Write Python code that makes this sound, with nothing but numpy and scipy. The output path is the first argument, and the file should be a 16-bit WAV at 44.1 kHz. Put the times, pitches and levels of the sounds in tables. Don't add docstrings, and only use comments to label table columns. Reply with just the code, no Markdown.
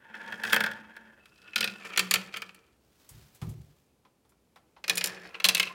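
import sys
import numpy as np
from scipy import signal
from scipy.fft import rfft, irfft, next_fast_len
from scipy.io import wavfile
from scipy.ndimage import uniform_filter1d, map_coordinates

SR = 44100
rng = np.random.default_rng(int(sys.argv[2]) if len(sys.argv) > 2 else 0)


def generate_wav(signal):
    frames = np.transpose(np.atleast_2d(signal))
    scaled = np.clip(frames, -1, 1) * 32767
    pcm = np.round(scaled).astype(np.int16)
    wavfile.write(sys.argv[1], SR, pcm)


N = 253123

# pitch_hz, width_hz (plastic() widens it), level_db
FUNNEL = [(564.2, 70, -16), (900, 27, -3.5), (1434, 31, -1.5), (1567, 62, 0.5), (1690, 58, 2),
          (1780, 50, 2.5), (2260, 87, -9), (2600, 50, -1), (3236, 110, -2.5), (3493, 70, -8),
          (3950, 120, -23.5), (5250, 220, -15.5), (6916, 350, -19.5), (15200, 900, -16.5)]
SNAKE = [(1435, 66, 0), (1770, 82, -4.5), (2562, 99, 2.5), (3120, 110, -8.5), (3430, 35, -4.5),
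         (4020, 53, -8), (4200, 71, -14.5), (4854, 230, -9.5), (8110, 86, -16.5), (8400, 120, -11.5)]
RAMP = [(1324, 110, -5.5), (1790, 71, -5), (2280, 130, -4), (2523, 300, -3), (3160, 130, -4.5),
        (3460, 54, -11.5), (4480, 260, -9.5), (6140, 61, -15), (6960, 170, -10.5), (7520, 90, -8.5),
        (8800, 170, -17)]
WHEEL = [(1780, 120, -8), (2475, 35, -2), (3350, 66, -14), (3850, 56, -9), (4350, 130, -8.5),
         (4900, 110, -12.5), (5360, 120, -7.5), (6080, 46, -9.5), (7120, 69, -6.5), (9340, 89, -9.5)]
CHUTE = [(1060, 92, -10.5), (1360, 29, -6.5), (1690, 190, -9.5), (2634, 130, -0.5), (3360, 45, -8),
         (3740, 100, -9), (4110, 320, -6), (5300, 90, -20), (6210, 110, -8.5), (7540, 85.6, -12),
         (8840, 110, -11.5)]
# arrival_s, piece, tower_boom_hz, boom_db, track_tone_hz, tone_db
ROUTE = [(0, FUNNEL, 215, -11.5, 900, -17.5), (1.2, SNAKE, 202.4, -16, 2600, -0.5),
         (1.801, RAMP, 192.8, -17, 2344, -7), (4.0, WHEEL, 178.2, -18.5, 1690, -8),
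         (5.3, CHUTE, 185.8, -20.5, 2420, -14), (5.66, CHUTE, 186, -18, 1060, 3)]
# start_s, strength_db, hardness_db
CLACKS = [ (0.141, -43.5, -18), (0.323, -33.5, -3), (0.4356, -26, 1.5), (0.4502, -29.5, 0),
          (0.4768, -34.5, 1), (0.503, -32.5, 2), (0.5227, -26, 1), (0.5297, -13.5, 4), (0.5429, -21, 8),
          (0.5619, -18, 2.5), (0.605, -20.5, 1), (0.638, -22, 0.5), (0.6621, -26, -1), (0.676, -40.5, -19),
          (0.7138, -34.5, 2.5), (0.9652, -42.5, 4), (1.256, -44, 1.5), (1.4765, -47, -17.5),
          (1.533, -43, -25), (1.5586, -12.5, -2), (1.5798, -23.5, -2), (1.607, -15, 1), (1.6275, -21, -10),
          (1.642, -16.5, -1), (1.675, -24.5, -6.5), (1.8496, -40, -2.5), (1.9346, -35.5, -14),
          (1.9609, -29.5, -8), (1.9745, -12, 0.5), (1.9932, -12.5, 1), (2.1103, -12.5, 3),
          (2.139, -11, 3.5), (2.156, -18.5, -4), (2.3399, -29.5, -10), (2.3615, -31.5, -9.5),
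          (2.3699, -28.5, 1), (2.4195, -28, -4.5), (2.492, -43, -8.5), (2.546, -48, 10), (4.8403, -29, -13),
          (4.8797, -22.5, -4.5), (4.8964, -10.5, -5.5), (4.955, -33.5, 12), (4.9725, -21, 0.5),
          (4.979, -19.5, 4.5), (5.01, -20.5, -12.5), (5.041, -17.5, 5.5), (5.059, -26.5, 8),
          (5.072, -28.5, 7), (5.345, -38, -23), (5.4001, -28, -5), (5.443, -8, -2.5), (5.4508, -8.5, 1),
          (5.4615, -20, 3), (5.4869, -7.5, 1), (5.4948, -22, 5), (5.5483, -12, 3), (5.569, -23, -3),
          (5.5786, -24.5, 4), (5.5976, -12, -2.5), (5.629, -21, -3), (5.671, -32.5, -8)]
# arrival_s, knock_db, hollow_ring_db, snap_db
ANSWERS = [(0, 2, -12, -14), (1.2, -11, -6, -14.5), (1.8, -8, -4.5, -10), (4.0, -12, -10, -7),
           (5.3, -9.5, -4, -11), (5.42, -15, -11, -12), (5.56, -12.5, 0, -10.5)]
# dB per dB of strength for clack, knock, ring, snap
STIFFENING = [0.096, -0.12, -0.08, 0.1]
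USUAL_DB = -24
# trim_db, rise_s, hold_s, t60_s (time to fall 60 dB)
HARD = [(-9, 0.00026, 0.0033, 0.031), (-0.5, 0.0022, 0.0037, 0.04), (-4.5, 0.00022, 0.0044, 0.027),
        (-3.5, .0001, 0.0023, 0.031)]


def clacks(boom_db=-13, knock_share=0.35):
    out = np.zeros(N)
    for s, db, hardness_db in CLACKS:
        _, piece, pitch_hz, sway_db, *_ = [stage for stage in ROUTE if stage[0] <= s][-1]
        _, *answer_db = [part for part in ANSWERS if part[0] <= s][-1]
        levels_db = band_levels(db, hardness_db, answer_db)
        levels_db = levels_db + (db - USUAL_DB) * np.array(STIFFENING)
        add(out, s, strike(levels_db, piece, HARD, linger_db=-23.5, linger_t60=0.15))
        force_db = knock_share * levels_db[1] + (1 - knock_share) * db
        add(out, s, amp(force_db + sway_db + boom_db) * boom(pitch_hz))
    return out


# dB per dB of hardness for clack, knock, ring, snap
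HARDENING = [0, -0.2, -0.52, 0.99]


def band_levels(db, hardness_db, answer_db):
    return db + hardness_db * np.array(HARDENING) + np.array([0, *answer_db])


# low_hz, high_hz
BANDS = [(3000, 6000), (300, 2100), (2100, 3000), (6000, 17000)]


def strike(levels_db, piece, blow, linger_db, linger_t60, crack_db=7, crack_s=0.0007):
    t = np.arange(SR // 7) / SR
    out = np.zeros(len(t))
    for band, db, (trim_db, rise, hold, t60) in zip(BANDS, levels_db, blow):
        body = amp(-60 * np.maximum(t - hold, 0) / t60)
        linger = amp(linger_db - 60 * t / linger_t60)
        crack = amp(crack_db) * np.exp(-t / crack_s)
        fade = (body + linger + crack) * (1 - np.exp(-t / rise))
        ring = plastic(rng.standard_normal(len(t)) * fade, piece)
        band_filter = signal.butter(3, band, "bandpass", fs=SR, output="sos")
        ring = signal.sosfilt(band_filter, ring)
        loudness = np.sqrt(np.sum(ring ** 2) / (0.0045 * SR))
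        out += amp(db + trim_db) * ring / loudness
    return out


# pitch_hz, level_db
WALL = [(100, -48), (350, -19.5), (1000, -20), (2500, -9.5), (6000, -18.5), (11000, -16), (16000, -22.5)]


def plastic(x, piece, loss=0.0037):
    damped = [(hz, width + loss * hz * hz / 4000, db) for hz, width, db in piece]
    return shaped(x, lambda hz: np.hypot(resonances(damped, hz), amp(along(WALL, hz))))


# multiple of its boom pitch, level_db
TOWER = [(1, 6), (.8, -10), (.66, -16.5)]
# pitch_hz, level_db
THUD = [(40, -38), (70, -19), (105, -3), (140, -4), (200, -0.5), (260, -8.5), (340, -7.5), (600, -12),
        (1200, -30), (3000, -56.5)]


def boom(pitch_hz, rise=.016, t60=0.29, detune=.04, thud_db=-3, thud_t60=0.23):
    t = np.arange(SR // 2) / SR
    hum = np.zeros(len(t))
    for multiple, db in TOWER:
        hz = pitch_hz * multiple * (1 + detune * rng.standard_normal())
        hum += amp(db) * np.sin(2 * np.pi * (hz * t + rng.random()))
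    thud = coloured(rng.standard_normal(len(t)), THUD)
    dying_hum = hum * amp(-60 * t / t60)
    dying_thud = thud * amp(thud_db - 60 * t / thud_t60)
    return (dying_hum + dying_thud) * (1 - np.exp(-t / rise))


# pitch_hz, level_db
CONTACT = [(100, -24.5), (300, 13), (900, 10), (1700, 5), (2700, -3), (4000, -9.5), (7000, -19),
           (16000, -38.5)]
# pitch_hz, level_db
LANDING = [(300, -24), (1500, -9), (3500, -1), (5200, 2), (7000, -6.5), (16000, -17)]
# pitch_hz, level_db
GRIT = [(2500, -40.5), (5000, 2), (8000, 0), (15500, -8)]


def rolling(whir_db=-0.5, grit_db=-6.0, bumps_per_s=1100, smooth_db=-2, flutter_db=5.0, clump_db=5,
            skip_db=6.0, chatter_db=-32, scrape_db=-38):
    speed, rough = pace()
    shaken = unrest()
    bumps = (rng.random(N) < bumps_per_s / SR) * rng.standard_normal(N)
    pressure = unit(amp(flutter_db * np.tanh(wobble(70))))
    force = unit(unit(bumps) + amp(smooth_db) * rng.standard_normal(N)) * pressure
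    contact = coloured(force, CONTACT)
    hops = coloured(skips(), LANDING)
    hopping = amp(skip_db) * rough + amp(chatter_db) * shaken
    arrivals = [stage[0] for stage in ROUTE]
    place = np.searchsorted(arrivals, np.arange(N) / SR, "right") - 1
    out = np.zeros(N)
    for k, (_, piece, boom_hz, boom_db, tone_hz, tone_db) in enumerate(ROUTE):
        whir = amp(whir_db) * unit(plastic(contact, piece))
        tower_hum = amp(boom_db) * narrow(force, boom_hz, width_hz=14)
        track_tone = amp(tone_db) * narrow(force, tone_hz, width_hz=30)
        rattle = hopping * unit(plastic(hops, piece))
        here = uniform_filter1d(1. * (place == k), size=800)
        out += (speed * (whir + tower_hum + track_tone) + rattle) * here
    clumps = unit(amp(clump_db * np.tanh(wobble(110))))
    grit = coloured(rng.standard_normal(N), GRIT) * clumps
    return out + (amp(grit_db) * rough + amp(scrape_db) * shaken) * grit


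# start_s, end_s, start_speed_db, end_speed_db, roughness_db (against the speed level)
ROLLS = [(0.0, 0.139, -62.5, -49, -42), (0.14, 0.421, -46, -44, -19.5), (0.43, 0.53, -46.5, -40.5, -6),
         (0.537, 0.7, -46.5, -47.5, -32), (0.7, 1.24, -47.5, -65.5, -24.5), (1.243, 1.44, -69.5, -64, -7.5),
         (1.44, 1.56, -57, -53, -20.5), (1.564, 1.857, -51, -52.5, -16.5), (1.842, 1.98, -44, -49, -12.5),
         (1.963, 2.358, -52, -53.5, -12.5), (2.36, 2.759, -58.5, -75.5, -14), (4.881, 5.03, -50, -53, -24),
         (5.041, 5.203, -37.5, -49, -20.5), (5.204, 5.434, -49, -54, -18),
         (5.455, 5.737, -42.5, -57, -13.5)]
ROLL_ATTACK_S, ROLL_RELEASE_S = 0.0049, 0.02


def pace():
    t, whir, grit = np.arange(N) / SR, np.zeros(N), np.zeros(N)
    for start, end, start_db, end_db, grit_db in ROLLS:
        running_on = np.clip((t - start) / ROLL_ATTACK_S, 0, 1)
        running_off = np.clip(1 - (t - end) / ROLL_RELEASE_S, 0, 1)
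        gain = running_on * running_off * amp(np.interp(t, [start, end], [start_db, end_db]))
        whir = np.maximum(whir, gain)
        grit = np.maximum(grit, gain * amp(grit_db))
    return whir, grit


SETTLE_S = 0.041


def unrest():
    kicks = np.zeros(N)
    for s, db, _ in CLACKS:
        add(kicks, s, [amp(db) ** 2])
    return np.sqrt(dying(kicks, SETTLE_S / 2))


def skips(per_s=85, scatter_db=5, life_s=0.003):
    landings = (rng.random(N) < per_s / SR) * amp(scatter_db * np.tanh(rng.standard_normal(N)))
    return unit(dying(landings, life_s) * rng.standard_normal(N))


# start_s, strength_db, hardness_db
TAPS = [(3.0902, -55.5, 26.5), (3.3476, -64, 26), (3.4157, -42, 7), (3.491, -57, 22.5), (4.0498, -58.5, -6),
        (4.2491, -65.5, 6), (4.2928, -69, 21.5), (4.3196, -67.5, -12), (4.559, -50.5, 2.5),
        (4.7644, -54.5, -16), (4.7795, -63, -8)]
# knock_db, hollow_ring_db, snap_db
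TAP_ANSWER = (2.7, -11, -14)
# pitch_hz, width_hz (plastic() widens it), level_db
TAPPED = [(500, 140, -10), (900, 240, 1), (1320, 77, -5), (2360, 550, -8), (3340, 600, -13)]
# trim_db, rise_s, hold_s, t60_s
SOFT = [(-7, 0.00045, 0.0021, 0.1), (-1.5, 0.0013, 0.0067, 0.076), (-9.5, 0.00026, 0.0052, 0.025),
        (-2, 0.0006, 0.0033, 0.098)]


def taps():
    out = np.zeros(N)
    for s, db, hardness_db in TAPS:
        levels_db = band_levels(db, hardness_db, TAP_ANSWER)
        add(out, s, strike(levels_db, TAPPED, SOFT, linger_db=-8.5, linger_t60=0.15))
    return out


# start_s, level_db, pitch_hz, stair_ring_db (against the push)
STEPS = [(3.106, -57, 127, 8.5), (3.159, -57.5, 90, 3), (3.419, -30.5, 152, -3), (3.469, -27, 132, -11)]
# pitch_hz, width_hz, level_db
STAIRS = [(44.5, 16, -8.5), (70.6, 8.3, 1), (112.6, 9.9, 1.5), (146.4, 10, 1), (211.3, 18.4, -12.5),
          (364, 19, -13.5)]
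# pitch_hz, level_db
TREAD = [(20, -36), (45, -6.5), (200, -5), (500, -11), (1500, -17), (4000, -9)]


def footsteps(push_width=0.0054, ring_t60=0.52, ring_rise=0.0072):
    out, t = np.zeros(N), np.arange(SR) / SR
    for s, db, hz, ring_db in STEPS:
        u = t - 1.56 * push_width
        push = np.cos(2 * np.pi * hz * u) * np.exp(-(u / push_width) ** 2)
        noise = rng.standard_normal(len(t))
        ring = unit(shaped(noise, lambda f: resonances(STAIRS, f) * amp(along(TREAD, f))))
        ring_fade = (1 - np.exp(-t / ring_rise)) * amp(ring_db - 60 * t / ring_t60)
        add(out, s, amp(db) * (push + ring * ring_fade))
    return out


# time_s, level_db
RUSTLE = [(2.8, -81.5), (2.962, -68.5), (3.164, -61.5), (3.34, -64.5), (3.592, -68.5), (3.772, -71.5),
          (4.0, -96)]
# pitch_hz, level_db
CLOTH = [(200, -4), (600, 5.5), (2000, 5), (5000, 4.5), (10000, -2), (15500, 0)]


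def rustle(crinkle_db=-5):
    s, db = np.transpose(RUSTLE)
    level_db = np.interp(np.arange(N) / SR, s, db, left=-120, right=-120)
    flutter_db = 1.6 * wobble(28) + 1.3 * wobble(160)
    cloth = coloured(rng.standard_normal(N) + amp(crinkle_db) * skips(per_s=60), CLOTH)
    return amp(level_db + flutter_db) * cloth


# pitch_hz, t60_s
STAIRWELL = [(150, 0.54), (700, 0.42), (1800, 0.32), (5000, 0.28), (13000, 0.25)]
# pitch_hz, level_db
ECHO = [(150, 14.5), (1500, 5.5), (3000, 3.5), (6000, -0.5), (15000, -8.5)]


def stairwell(x, build=0.0043):
    hz, t, z = signal.stft(rng.standard_normal(SR), SR, nperseg=256)
    fade = amp(-60 * t / along(STAIRWELL, hz)[:, None]) * (1 - np.exp(-t / build))
    tone = amp(along(ECHO, hz))[:, None]
    tail = signal.istft(z * fade * tone, SR, nperseg=256)[1]
    return signal.fftconvolve(x, tail / np.linalg.norm(tail))[:N]


# pitch_hz, level_db
AIR = [(15, -55), (25, -29.5), (64, 0.5), (87, -7), (145, -6), (242, -6.5), (416, -9), (624, -14.5),
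       (2050, -26.5), (2350, -23.5), (3430, -27.5), (10700, -30.5), (16000, -34.5)]


def air():
    return amp(-69 + 1.0 * wobble(2.5)) * coloured(rng.standard_normal(N), AIR)


def amp(db):
    return 10 ** (np.asarray(db) / 20)


def unit(x):
    return x / np.sqrt(np.mean(x ** 2) + 1e-20)


def along(points, hz):
    f, v = np.transpose(points)
    return np.interp(np.log(hz + 1), np.log(f + 1), v)


def wobble(rate):
    knots = rng.standard_normal(int(N * rate / SR) + 4)
    return map_coordinates(knots, [np.arange(N) * rate / SR])


def add(track, s, sound):
    part = track[max(round(s * SR), 0):][:len(sound)]
    part += sound[:len(part)]


def dying(kicks, life_s):
    return signal.lfilter([1], [1, -np.exp(-1 / (life_s * SR))], kicks)


def shaped(x, gain):
    m = 2 * next_fast_len(len(x))
    cepstrum = irfft(np.log(np.maximum(gain(np.fft.rfftfreq(m, 1 / SR)), 1e-6)))
    cepstrum[1:m // 2] *= 2
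    cepstrum[m // 2 + 1:] = 0
    return irfft(rfft(x, m) * np.exp(rfft(cepstrum)))[:len(x)]


def coloured(x, spectrum):
    return unit(shaped(x, lambda hz: amp(along(spectrum, hz))))


def resonances(modes, hz):
    power = 0
    for centre, width, db in modes:
        power = power + (amp(db) * hz * width) ** 2 / ((centre ** 2 - hz ** 2) ** 2 + (hz * width) ** 2)
    return np.sqrt(power)


def narrow(x, hz, width_hz):
    b, a = signal.iirpeak(hz, hz / width_hz, fs=SR)
    return unit(signal.lfilter(b, a, x))


def scene():
    run = clacks() + taps() + rolling()
    echo = amp(-13.5) * stairwell(run)
    return (run + echo + footsteps() + rustle() + air())[None]


TOP_HZ = 16300


def record(dry):
    m = next_fast_len(N + SR // 2)
    passed = 1 / (1 + (np.fft.rfftfreq(m, 1 / SR) / TOP_HZ) ** 90)
    return irfft(rfft(dry, m) * passed, m)[..., :N]


dry = scene()
out = record(dry)
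generate_wav(out)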